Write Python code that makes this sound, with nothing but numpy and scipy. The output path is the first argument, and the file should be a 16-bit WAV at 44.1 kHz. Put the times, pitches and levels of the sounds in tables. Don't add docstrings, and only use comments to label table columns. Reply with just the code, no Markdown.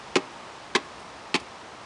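import sys
import numpy as np
from scipy import signal
from scipy.fft import rfft, irfft, next_fast_len
from scipy.io import wavfile
from scipy.ndimage import map_coordinates

SR = 44100
rng = np.random.default_rng(int(sys.argv[2]) if len(sys.argv) > 2 else 0)


def store_wav(level_fs):
    pcm = np.round(np.clip(np.atleast_2d(level_fs), -1, 1) * 32767)
    wavfile.write(sys.argv[1], SR, pcm.T.astype(np.int16))


N = 81585

# pitch_hz, level_db
GARDEN_TONE = [(15, -78), (25, -33), (46, -15.5), (65, -5), (97, -7.5), (160, -5), (292, -5), (314, -3.5),
               (447, -4), (924, 0), (1280, -3), (1450, -7), (1730, -8), (5340, -17), (10000, -29),
               (13000, -80), (22000, -120)]
# start_s, level_db, rise_s, fade_s
HAND_SCUFFS = [(0.975, -54, 0.03, 0.095), (1.399, -42, 0.00082, 0.042)]
# pitch_hz, level_db, fade_s
YARD_TAIL = [(98.7, -27, 0.34), (300, -20.5, 0.32), (1000, -17, 0.23), (3000, -28, 0.48),
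             (10000, -25, 0.081)]
# pitch_hz, level_db
SLAP_TONE = [(100, -7), (280, -3), (700, -11), (1500, -5.5), (2800, -4.5), (4800, -10), (7000, -19.5),
             (10000, -28)]
# pitch_hz, level_db
CRUNCH_TONE = [(100, -21), (300, -6.5), (550, -14.5), (1000, -0.5), (1550, -12), (2200, -3), (3400, -8),
               (5200, -12.5), (7000, -17.5), (10000, -27)]
# base_pitch_hz, base_level_db, fade_s
NUT_NOTES = [(201, -13, 0.072), (293.5, -4.5, 0.061), (375.2, 0, 0.059), (425.3, -8, 0.056),
             (629.5, -21, 0.15), (828.4, -16, 0.099)]
# start_s, slap_db, slap_rise_s, low_hz, high_hz, low_boost_db, high_boost_db, crunch_db,
# crunch_hold_s, crunch_fade_s, thump_db, thump_delay_s, thump_pitch_ratio, thump_tilt_db_per_octave
FIST_BLOWS = [(0.1555, -15.5, 0.00037, 1190, 2470, 10, 0.5, -20, 0.0055, 0.048, -10, 0.0038, 0.98, -1),
              (0.7499, -14, 0.0014, 1067, 2010, 10.5, 6.5, -17, 0.0052, 0.046, -15, 0.0039, 0.97, 1.5),
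              (1.3421, -18, 0.00062, 850, 2660, 3.5, 2.5, -18.5, 0.006, 0.052, -16.5, 0.00262, 0.95, -8)]

GARDEN_DB, GARDEN_DROP_DB_PER_S, GARDEN_WAVER_DB = -43, 0.54, -0.13
WALL_DELAY_S, WALL_DB, WALL_DULL_HZ, TAIL_DELAY_S = 0.021, -15, 1490, 0.014
BRUSH_LEAD_S, BRUSH_DB = 0.0032, -33
SLAP_HOLD_S, SLAP_FADE_S = 0.0025, 0.026
RING_DB, RING_SPACING = -22, 0.06
BOOST_WIDTH_OCTAVES, CRUNCH_BOOST_SHARE = 0.12, 0.95
CRUNCH_DELAY_S, CRUNCH_RISE_S, GRAIN_DB, GRAINS_PER_S = 0.0057, 0.0017, 3.5, 900


def amp(db):
    return 10 ** (np.asarray(db) / 20)


def unit(x):
    return x / np.sqrt(np.mean(x ** 2) + 1e-20)


def along(points, hz):
    pitches, values = np.transpose(points)
    return np.interp(np.log(hz + 1), np.log(pitches + 1), values)


def filtered(x, response):
    size = next_fast_len(N + SR // 2)
    return irfft(rfft(x, size) * response(np.fft.rfftfreq(size, 1 / SR)), size)[:N]


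def noise(tone_db):
    return unit(filtered(rng.standard_normal(N), lambda hz: amp(tone_db(hz))))


def wobble(per_s):
    values = rng.standard_normal(int(N * per_s / SR) + 4)
    return map_coordinates(values, [np.arange(N) * per_s / SR])


def envelope(t, rise_s, hold_s, fade_s):
    return np.clip(t / rise_s, 0, 1) * amp(-60 * np.maximum(t - rise_s - hold_s, 0) / fade_s)


def garden():
    from_middle_s = (np.arange(N) - N / 2) / SR
    level_db = GARDEN_DB - GARDEN_DROP_DB_PER_S * from_middle_s + GARDEN_WAVER_DB * wobble(per_s=7.3)
    return amp(level_db) * noise(lambda hz: along(GARDEN_TONE, hz))


def scuffs(peak_hz=5000):
    t = np.arange(N) / SR
    level = sum(amp(db) * envelope(t - start_s, rise_s, 0, fade_s)
                for start_s, db, rise_s, fade_s in HAND_SCUFFS)
    return level * noise(lambda hz: -6 * abs(np.log2((hz + 1) / peak_hz)))


def yard_echo(x):
    wall = filtered(x, lambda hz: np.exp(-2j * np.pi * hz * WALL_DELAY_S) / np.hypot(1, hz / WALL_DULL_HZ))
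    pitches, levels_db, fades_s = np.transpose(YARD_TAIL)
    band_hz, t, bands = signal.stft(rng.standard_normal(SR // 2), SR, nperseg=256)
    fade_s = along(np.c_[pitches, fades_s], band_hz)[:, None]
    tail = signal.istft(bands * amp(-60 * t / fade_s), SR, nperseg=256)[1]
    tail = np.pad(tail / np.linalg.norm(tail), (int(TAIL_DELAY_S * SR), 0))
    lingering = signal.fftconvolve(x, tail)[:N]
    lingering = filtered(lingering, lambda hz: amp(along(np.c_[pitches, levels_db], hz)))
    return amp(WALL_DB) * wall + lingering


def cut_deep_bass(x, cutoff_hz=171):
    return signal.sosfilt(signal.butter(4, cutoff_hz, "high", fs=SR, output="sos"), x)


def husk_peak(hz, centre_hz):
    return np.exp(-0.5 * (np.log2((hz + 1) / centre_hz) / BOOST_WIDTH_OCTAVES) ** 2)


def husk_ring(t, hz):
    pair = sum(np.sin(2 * np.pi * hz * (1 + side * RING_SPACING / 2) * t) for side in (-1, 1))
    return envelope(t, rise_s=0.001, hold_s=0, fade_s=0.08) * pair


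def husk_crunch(t, hold_s, fade_s, boost_db):
    grains = amp(GRAIN_DB * wobble(GRAINS_PER_S)) * rng.standard_normal(N)
    crunch = filtered(grains, lambda hz: amp(along(CRUNCH_TONE, hz) + CRUNCH_BOOST_SHARE * boost_db(hz)))
    return envelope(t - CRUNCH_DELAY_S, CRUNCH_RISE_S, hold_s, fade_s) * unit(crunch)


def nut_thump(t, pitch_ratio, tilt_db):
    main_hz = NUT_NOTES[2][0]
    out = np.zeros(N)
    for hz, db, fade_s in NUT_NOTES:
        level = amp(db + tilt_db * np.log2(hz / main_hz))
        note = np.sin(2 * np.pi * hz * pitch_ratio * t)
        out += level * envelope(t, rise_s=0.003, hold_s=0, fade_s=fade_s) * note
    return out


def skin_slap(t, rise_s, boost_db):
    brush = amp(BRUSH_DB) * envelope(t + BRUSH_LEAD_S, BRUSH_LEAD_S, 0, SLAP_FADE_S)
    crack = envelope(t, rise_s, SLAP_HOLD_S, SLAP_FADE_S)
    return (brush + crack) * noise(lambda hz: along(SLAP_TONE, hz) + boost_db(hz))


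def fist_blows():
    out = np.zeros(N)
    for (start_s, slap_db, rise_s, low_hz, high_hz, low_db, high_db, crunch_db,
         hold_s, fade_s, thump_db, delay_s, pitch_ratio, tilt_db) in FIST_BLOWS:
        t = np.arange(N) / SR - start_s
        boost_db = lambda hz: low_db * husk_peak(hz, low_hz) + high_db * husk_peak(hz, high_hz)
        ring = amp(low_db) * husk_ring(t, low_hz) + amp(high_db) * husk_ring(t, high_hz)
        hit = amp(slap_db) * (skin_slap(t, rise_s, boost_db) + amp(RING_DB) * ring)
        hit += amp(crunch_db) * husk_crunch(t, hold_s, fade_s, boost_db)
        hit += amp(thump_db) * nut_thump(t - delay_s, pitch_ratio, tilt_db)
        out += hit + yard_echo(hit)
    return out


def scene():
    return (cut_deep_bass(fist_blows()) + scuffs() + garden())[None]


def record(dry):
    top_hz = 10150
    return filtered(dry[0], lambda hz: 1 / np.sqrt(1 + (hz / top_hz) ** 200))[None]


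dry = scene()
out = record(dry)
store_wav(out)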